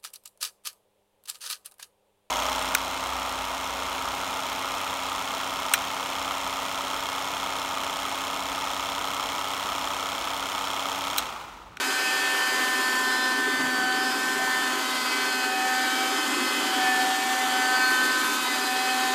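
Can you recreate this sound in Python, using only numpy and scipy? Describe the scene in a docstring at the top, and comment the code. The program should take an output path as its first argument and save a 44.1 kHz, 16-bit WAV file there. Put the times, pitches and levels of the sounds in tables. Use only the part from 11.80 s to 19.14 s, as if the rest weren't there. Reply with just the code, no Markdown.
"""A small robot vacuum crosses a wooden floor, a few steps away. From the start its fan whines on harmonics
of the shaft speed, each swelling and fading in the room's standing waves; turbulent air rushes and the
drive rumbles in the plastic shell. Near 2 s it knocks softly and shudders under the corner of a sofa,
which dulls the treble on and off until 4 s. At 5 s a wall's reflection lifts the rush. After 6 s the
robot turns: the drive labours, brushes swish over the boards and the chassis knocks once more."""
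import sys
import numpy as np
from scipy import signal
from scipy.fft import rfft, irfft
from scipy.io import wavfile
from scipy.ndimage import map_coordinates

SR = 44100
rng = np.random.default_rng(int(sys.argv[2]) if len(sys.argv) > 2 else 0)


def store_wav(level_fs):
    """Save 16-bit WAV to argv[1]."""
    pcm = np.round(np.clip(np.atleast_2d(level_fs), -1, 1) * 32767)
    wavfile.write(sys.argv[1], SR, pcm.T.astype(np.int16))


N = 323694
TIME = np.arange(N) / SR
SLOW = np.linspace(0, N / SR, 1500)  # clock of the slowly changing gains, in s
FREQ = np.maximum(np.arange(N // 2 + 1) * SR / N, 1)


def undb(db):
    """Decibels to amplitude ratio."""
    return 10 ** (np.asarray(db) / 20)


def unit(x):
    """Normalisation to rms 1."""
    return x / np.sqrt(np.mean(np.abs(x) ** 2))


def noise():
    """Gaussian white noise."""
    return rng.standard_normal(N)


def colour(x, points):
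    """Spectral shaping by (frequency_hz, level_db) points; rms 1."""
    hz, db = np.transpose(points)
    skirt = 1 / (1 + (hz[0] / FREQ) ** 4)
    shape = undb(np.interp(np.log(FREQ), np.log(hz), db))
    return unit(irfft(rfft(x) * skirt * shape, N))


def ring(x, modes):
    """Forced resonance of (centre_hz, width_hz, level_db) modes; rms 1."""
    body = sum(undb(db) / (1 + ((FREQ / hz - hz / FREQ) * hz / width) ** 2) for hz, width, db in modes)
    return unit(irfft(rfft(x) * body, N))


def walk(rate_hz):
    """Low-pass noise: smooth random motion of rms 1."""
    lowpass = np.exp(-.5 * (np.arange(len(FREQ)) * SR / N / rate_hz) ** 2)
    return unit(irfft(rfft(noise()) * lowpass, N))


def bell(s, length):
    """Gaussian envelope around time s."""
    return np.exp(-2 * ((TIME - s) / length) ** 2)


def plateau(s, length, steep=2.6, clock=TIME):
    """Flat-topped envelope around time s; length is the width at half height."""
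    return 1 / (1 + np.abs(2 * (clock - s) / length) ** steep)


def fading(rate_hz, echo):
    """Multipath interference: direct sound plus changing echoes, as a slow complex gain of rms 1."""
    swing_hz = np.fft.fftfreq(len(SLOW), SLOW[1])
    paths = rng.standard_normal(len(SLOW)) + 1j * rng.standard_normal(len(SLOW))
    echoes = unit(np.fft.ifft(paths * np.exp(-.5 * (swing_hz / rate_hz) ** 2)))
    return unit(1 + echo * echoes) * np.exp(2j * np.pi * rng.random())


def tone(gain, phase):
    """Modulation: a slow complex gain sets a sine's rms level and phase offset."""
    return np.sqrt(2) * np.real(np.interp(TIME, SLOW, gain) * np.exp(1j * phase))


# changes of fan speed: middle_s, change_hz, length_s
FAN_LOADS = [(0.197, 0.35, 0.75), (2.046, -1.66, .22), (2.45, 1.2, .24), (3.726, -1.68, .28),
             (4.461, 1.0, 0.68), (5.109, -3, .44), (5.761, -1.58, 0.29), (6.833, -1.9, 0.35)]

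def shaft_angle(fan_hz=255.2, wobble_hz=0.11):
    """Motor loading: the fan slows as the wheels draw current and picks up as they ease; in radians."""
    hz = fan_hz + sum(change * plateau(s, length, steep=3.5) for s, change, length in FAN_LOADS)
    return 2 * np.pi * np.cumsum(hz + wobble_hz * walk(15.8)) / SR


# crossings of antinodes and nodes: middle_s, harmonic, level_db, length_s
WAVE_CROSSINGS = [(.3, 1, -66, 0.94), (1.774, 1, -38.5, 0.54), (.08, 3, -41.5, 0.26), (1.82, 3, -42, 0.23),
                  (2.136, 3, -32.5, 0.29), (2.64, 3, -33, 0.084), (3.867, 3, -30, 0.36),
                  (4.17, 3, -33, 0.33), (4.632, 3, -44, 0.35), (5.168, 3, -27, 0.43), (5.712, 3, -30, 0.67),
                  (6.4, 3, -43, 0.36), (7.17, 3, -30, 0.65), (.05, 4, -52, 0.33), (1.22, 4, -35.5, 0.97),
                  (2.8, 4, -38.5, 1.25), (4.0, 4, -54, .8), (5.4, 4, -53, .6), (6.202, 4, -36.5, 0.71),
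                  (7.28, 4, -37, .2), (.4, 5, -45.5, 0.81), (2.02, 5, -39, 0.13), (3, 5, -38.5, 0.64),
                  (4.25, 5, -38, 0.96), (5.4, 5, -58, 0.27), (6.25, 5, -35, 0.77), (.2, 6, -33, 0.5),
                  (1.95, 6, -31.5, 1.85), (2.073, 6, -28.5, 0.13), (3.15, 6, -37, 0.38),
                  (3.55, 6, -32, 0.33), (3.8, 6, -43, 0.14), (4.05, 6, -32, 0.28), (4.5, 6, -38, 0.61),
                  (5.38, 6, -51, 0.25), (6.17, 6, -28, 0.69), (6.09, 6, -25.5, 0.35), (.03, 7, -44, 0.25),
                  (1.08, 7, -29.5, 1.78), (2.103, 7, -33, .14), (2.297, 7, -28, 0.067),
                  (2.342, 7, -52, 0.11), (2.465, 7, -32.5, 0.15), (2.78, 7, -30.5, 0.28),
                  (3.16, 7, -52, 0.3), (3.934, 7, -32, .32), (4.6, 7, -41.5, 0.96), (5.145, 7, -25.5, 0.2),
                  (5.426, 7, -33, 0.41), (6.05, 7, -31, 0.58), (6.58, 7, -50, 0.21), (7.24, 7, -35, 0.23),
                  (0.703, 8, -39, 0.47), (1.8, 8, -42.5, 0.39), (2.68, 8, -36.5, .16), (3.25, 8, -36, 0.48),
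                  (4, 8, -44, 0.28), (4.67, 8, -37.5, 0.46), (5.3, 8, -42, 0.11), (5.7, 8, -38, 0.33),
                  (6.15, 8, -49, .25), (6.7, 8, -36.5, 0.12), (.1, 9, -42.5, 0.4), (2.45, 9, -45, 0.86),
                  (4.05, 9, -38.5, 0.3), (5.455, 9, -43, 0.34), (6.1, 9, -39.5, .2), (6.6, 9, -51, .2),
                  (.4, 10, -35, .4), (1.85, 10, -52, 0.6), (3.403, 10, -38.5, 0.33), (3.746, 10, -37, 0.34),
                  (4.05, 10, -57, 0.19), (4.6, 10, -40, .3), (5.1, 10, -39, 0.15), (6.15, 10, -40.5, .3),
                  (7.1, 10, -36.5, 0.5), (.1, 12, -42, 0.14), (0.71, 12, -38.5, 0.55), (1.5, 12, -44, 0.26),
                  (2.15, 12, -40.5, .2), (2.8, 12, -41.5, 0.22), (3.453, 12, -42, 0.3),
                  (4.16, 12, -38.5, 0.22), (4.853, 12, -37, 0.41), (.5, 13, -39.5, 0.21),
                  (1.953, 13, -44, 0.27), (4.966, 13, -39.5, 0.57), (.15, 14, -52, 0.27),
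                  (2.3, 14, -46.5, 0.17), (6.352, 14, -40.5, 0.58), (7.1, 14, -47, 0.28),
                  (.8, 15, -51, 0.13), (3.1, 15, -43.5, 0.23), (7.253, 15, -42, 0.18), (5.25, 15, -44, .2),
                  (6.7, 15, -41, .2), (1.39, 16, -40.5, 0.24), (6.95, 16, -42, .35),
                  (3.45, 17, -39.5, 0.29), (6.082, 17, -36.5, 0.19), (2.08, 18, -40.5, .5),
                  (5.95, 18, -40, 0.19), (1.4, 19, -48, 0.22), (3.29, 19, -38.5, 0.13),
                  (5.95, 19, -42, 0.27), (6.8, 19, -42, 0.32), (.15, 20, -43, 0.33), (1.422, 20, -42, 0.39),
                  (2.28, 20, -37, 0.14), (3.5, 20, -43, 0.28), (4.5, 20, -41, 0.5), (7.1, 20, -47, .3)]

def standing_waves(gain, k, steep):
    """Standing waves: harmonic k swells at an antinode and sinks at a node, with no jump of phase."""
    for s, harmonic, db, length in WAVE_CROSSINGS:
        if round(harmonic) == k:
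            target = undb(db) * np.exp(1j * np.angle(np.interp(s, SLOW, gain)))
            gain = gain + plateau(s, length, steep, SLOW) * (target - gain)
    return gain


# fan tones between crossings, the first being the hum of imbalance: harmonic, level_db
FAN_HARMONICS = [(1, -44), (3, -39), (4, -43), (5, -43), (6, -36.5), (7, -37), (8, -46.5), (9, -46),
                 (10, -43), (11, -53.5), (12, -43.5), (13, -47), (14, -46), (15, -50), (16, -49.5),
                 (17, -46.5), (18, -47), (19, -46.5), (20, -48.5), (21, -54), (24, -52.5), (28, -54),
                 (30, -50.5)]
TONE_SHADE = 0.52  # share of the sofa's loss in dB that the higher tones suffer

def whine(angle, direct_up_to=7, drift_rad=1.41):
    """Harmonics of rotation: the low ones arrive mostly direct, the high ones waver with the echoes."""
    out = 0
    shade = undb(-TONE_SHADE * np.interp(SLOW, TIME, sofa_shade()))
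    for harmonic, db in FAN_HARMONICS:
        k = round(harmonic)
        if k <= direct_up_to:
            gain = undb(db) * fading(rate_hz=2.4, echo=0.19)
            gain = standing_waves(gain, k, steep=6.7) * fading(rate_hz=15, echo=0.16)
            # changing path lengths slowly turn the phase
            gain = gain * np.exp(1j * drift_rad * np.interp(SLOW, TIME, walk(0.35)))
        else:
            gain = undb(db) * shade * fading(rate_hz=2.6, echo=0.65)
            gain = standing_waves(gain, k, steep=3.3) * fading(rate_hz=14, echo=0.48)
        out = out + tone(gain, k * angle)
    return out


def buzz(angle, level_db=-54.5, octave_db=-7.5, lowest=22, count=38):
    """Harmonic series: a comb of high shaft multiples, weakening with frequency, shaded by the sofa."""
    comb = 0
    for k in range(lowest, lowest + count):
        gain = undb(level_db + octave_db * np.log2(k / lowest)) * fading(rate_hz=2.4, echo=1)
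        comb = comb + tone(gain, k * angle)
    return comb * undb(-TONE_SHADE * sofa_shade())


def mottle(x, depth_db=1.7, patch_hz=80, patch_s=0.3007, size=1024):
    """Interference: moving reflections briefly lift and sink narrow patches of a noise spectrum."""
    hz, s, cells = signal.stft(x, SR, nperseg=size)
    places = np.meshgrid(hz / patch_hz, s / patch_s, indexing="ij")
    ripple = map_coordinates(rng.standard_normal((size, size)), places, order=1, mode="mirror")
    return signal.istft(cells * undb(depth_db * ripple), SR, nperseg=size)[1][:N]


# air through the nozzle and fan housing: frequency_hz, relative_db
RUSH_SPECTRUM = [(200, -54), (480, -6.5), (730, -5), (900, -2), (1150, -2), (1320, -2.5), (1490, -2.5),
                 (1700, -2.5), (2200, -10), (2550, -11.5), (2780, -8.5), (3150, -4), (3800, -16.5),
                 (4200, -10), (4700, -8.5), (5400, -17), (9000, -34)]
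# resonances of the duct and dust bin: centre_hz, width_hz, relative_db
DUCT_MODES = [(897, 30, 2), (973, 22, -4), (1049, 24, -3), (1121, 20, 3), (1196, 32, 2.5), (1450, 58, .5),
              (1492, 26, 0.5), (2127, 60, -10.5), (2425, 54, -8.5), (2640, 85, -7.5), (3180, 48, -6)]
# exhaust and bristle hiss: frequency_hz, relative_db
HISS_SPECTRUM = [(1000, 2), (3000, -0.5), (4700, -3), (5300, -6.5), (5850, -5), (6600, -1), (7500, -1),
                 (9000, -5), (10500, -8.5), (12500, -8.5), (14000, -12), (15300, -21)]

def airflow(angle, rush_db=-32.5, duct_db=-40, hiss_db=-34, flutter_db=0.94, rush_shade=0.3, chop=0.062):
    """Turbulence: broadband noise rushes, rings the duct and hisses, lightly chopped once per fan turn."""
    shade_db = sofa_shade()
    wall_db = 1.5 * plateau(s=5, length=0.41)  # reflection from the wall
    flow = colour(noise(), RUSH_SPECTRUM) * undb(rush_db)
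    duct = ring(noise(), DUCT_MODES) * undb(duct_db)
    rush = (flow + duct) * undb(wall_db - rush_shade * shade_db + flutter_db * walk(22))
    hiss = colour(noise(), HISS_SPECTRUM) * undb(hiss_db - shade_db + 0.5 * walk(30))
    return mottle(rush + hiss) * (1 + chop * np.cos(angle))


# breathy bands of the air slots: middle_s, level_db, length_s, centre_hz, width_hz
SLOT_BANDS = [(.15, -43, 0.42, 2400, 220), (.88, -44, 0.17, 2270, 150), (.9, -47, 0.38, 3230, 263),
              (1.75, -54, .5, 3300, 180), (3.2, -47, 0.53, 3200, 170), (3.3, -49, 0.4, 2250, 100),
              (3.25, -47, 0.33, 4570, 260), (4.17, -42, 0.12, 3170, 220), (4.25, -45, .3, 2220, 180),
              (4.85, -41, 0.5, 3130, 620), (5.344, -42, .5, 1160, 160), (5.427, -50, .35, 3400, 302),
              (6.15, -42, 0.66, 4300, 520), (6.6, -46.5, 0.6, 3900, 400)]

def grille(flutter_db=1.5, grain_db=1.5):
    """Directivity: each resonance of the air slots is heard as it turns toward the listener."""
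    bands = sum(ring(noise(), [(hz, width, 0)]) * undb(db) * bell(s, length)
                for s, db, length, hz, width in SLOT_BANDS)
    return bands * undb(flutter_db * walk(7.4) + grain_db * walk(97))


# resonances of the shell and floor: centre_hz, width_hz, relative_db
SHELL_MODES = [(180, 22, -36), (224.8, 18, -5.5), (270.8, 36, 1), (307, 43, -1), (351, 11, -0.5)]
# resonances of the hollow interior: centre_hz, width_hz, relative_db
CAVITY_MODES = [(395.2, 34.6, 0.5), (525.6, 20, -7.5)]
# resonances of the boards under the wheels: centre_hz, width_hz, relative_db
BOARD_MODES = [(118, 12, -12), (152, 14, -1), (181.5, 24, 5)]
# glides, stops, reversals and turns: middle_s, length_s, shell_rise_db, board_rise_db
MANOEUVRES = [(.25, 0.48, -3, 2), (1.92, 1, 4, 5.5), (2.64, .36, 0, 9.5), (4.617, 0.51, 6.5, 3),
              (5.1, 0.42, 5, 4), (6.27, 0.47, 3, 7)]

def drive(shell_db=-42, cavity_db=-42.5, board_db=-63, cavity_share=0.21, throb_db=1.5, throb_hz=15.2):
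    """Forced vibration: gears shake shell and cavity, throbbing with the brushes; wheels shake boards."""
    labour_db = sum(db * plateau(s, length) for s, length, db, _ in MANOEUVRES)
    scrub_db = sum(db * plateau(s, length) for s, length, _, db in MANOEUVRES)
    throb_phase = 2 * np.pi * np.cumsum(throb_hz + .5 * walk(4.2)) / SR
    throb = undb(throb_db * np.sin(throb_phase))
    shell = ring(noise() * throb, SHELL_MODES) * undb(shell_db + labour_db)
    cavity = ring(noise() * throb, CAVITY_MODES) * undb(cavity_db + cavity_share * labour_db)
    boards = ring(noise(), BOARD_MODES) * undb(board_db + scrub_db)
    return shell + cavity + boards


# passages under the sofa's corner: middle_s, hiss_loss_db, length_s
SOFA_PASSAGES = [(1.88, 4, 0.92), (3.25, 1.6, 1.5), (3.744, 1.8, 0.16)]

def sofa_shade():
    """Acoustic shadow: the treble lost under the sofa, in dB."""
    return sum(db * plateau(s, length, steep=4.3) for s, db, length in SOFA_PASSAGES)


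# blows to the chassis: start_s, level_db, pitch_hz, t60_s
CHASSIS_BLOWS = [(1.66, -23, 400, 0.11), (2.585, -33, 670, 0.23), (3.737, -32, 288, 0.12),
                 (6.635, -22.5, 957, 0.12)]
# modes of the struck part: pitch_ratio, relative_db
PART_MODES = [(.86, -21.5), (0.951, -1.5), (1.02, 5), (1.13, -22), (1.31, -20)]

def knocks(attack_s=0.017, rattle_db=-2.0, rattle_width=0.6):
    """Damped free vibration: each soft blow excites close modes and a rattle that decay exponentially."""
    out = 0
    for s, db, hz, t60 in CHASSIS_BLOWS:
        age = np.maximum(TIME - s, 0)
        modes = sum(undb(mode_db) * np.sin(2 * np.pi * ratio * hz * age + rng.uniform(0, 2 * np.pi))
                    for ratio, mode_db in PART_MODES)
        rattle = undb(rattle_db) * ring(noise(), [(hz, rattle_width * hz, 0)])
        onset = 1 - np.exp(-(age / attack_s) ** 2)  # soft contact, no click
        decay = np.exp(-np.log(1000) * age / t60)
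        out = out + (modes + rattle) * undb(db) * onset * decay
    return out


# shaking of floor and chassis: frequency_hz, relative_db
SHUDDER_SPECTRUM = [(40, -16), (115, -5), (180, -4), (260, 5), (480, -17), (800, 1), (1600, -25),
                    (4000, -50)]

def shudder(middle_s=1.825, length_s=0.11, level_db=-36):
    """Structure-borne noise: a short diffuse rumble as the wheels stall against an obstacle."""
    return colour(noise(), SHUDDER_SPECTRUM) * undb(level_db) * plateau(middle_s, length_s, steep=6.9)


# brush strokes during the turn: middle_s, relative_db, length_s
BRUSH_STROKES = [(6.119, -38, .05), (6.17, -45, .05), (6.252, -37, 0.044), (6.406, -38, .04),
                 (6.462, -38, .04), (6.50, -45, .035), (6.54, -36.5, 0.041), (6.637, -37, 0.032)]
# bristles on wood: frequency_hz, relative_db
BRISTLE_SPECTRUM = [(3000, 4), (7800, -2), (10000, -6), (11700, 3), (13000, -13), (15400, -13)]

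def brushes(grain_db=3, gain_db=1):
    """Friction noise: many tiny bristle ticks merge into short swishes."""
    strokes = sum(undb(db) * bell(s, length) for s, db, length in BRUSH_STROKES)
    ticks = noise() * undb(grain_db * walk(400))
    return colour(ticks, BRISTLE_SPECTRUM) * strokes * undb(gain_db)


def scene():
    """Superposition: the parts add up to one small source straight ahead, alike in both channels."""
    angle = shaft_angle()
    fan = whine(angle) + buzz(angle) + airflow(angle) + grille()
    robot = fan + drive() + shudder() + knocks() + brushes()
    return np.array([robot, robot])


def record(dry, low_cut_hz=115, high_cut_hz=15300):
    """Band limiting: a high-pass thins the bass and a steep low-pass cuts the top."""
    highpass = signal.butter(3, low_cut_hz, "highpass", fs=SR, output="sos")
    lowpass = signal.ellip(12, .1, 80, high_cut_hz, fs=SR, output="sos")
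    return signal.sosfilt(lowpass, signal.sosfilt(highpass, dry))


dry = scene()
out = record(dry)
store_wav(out)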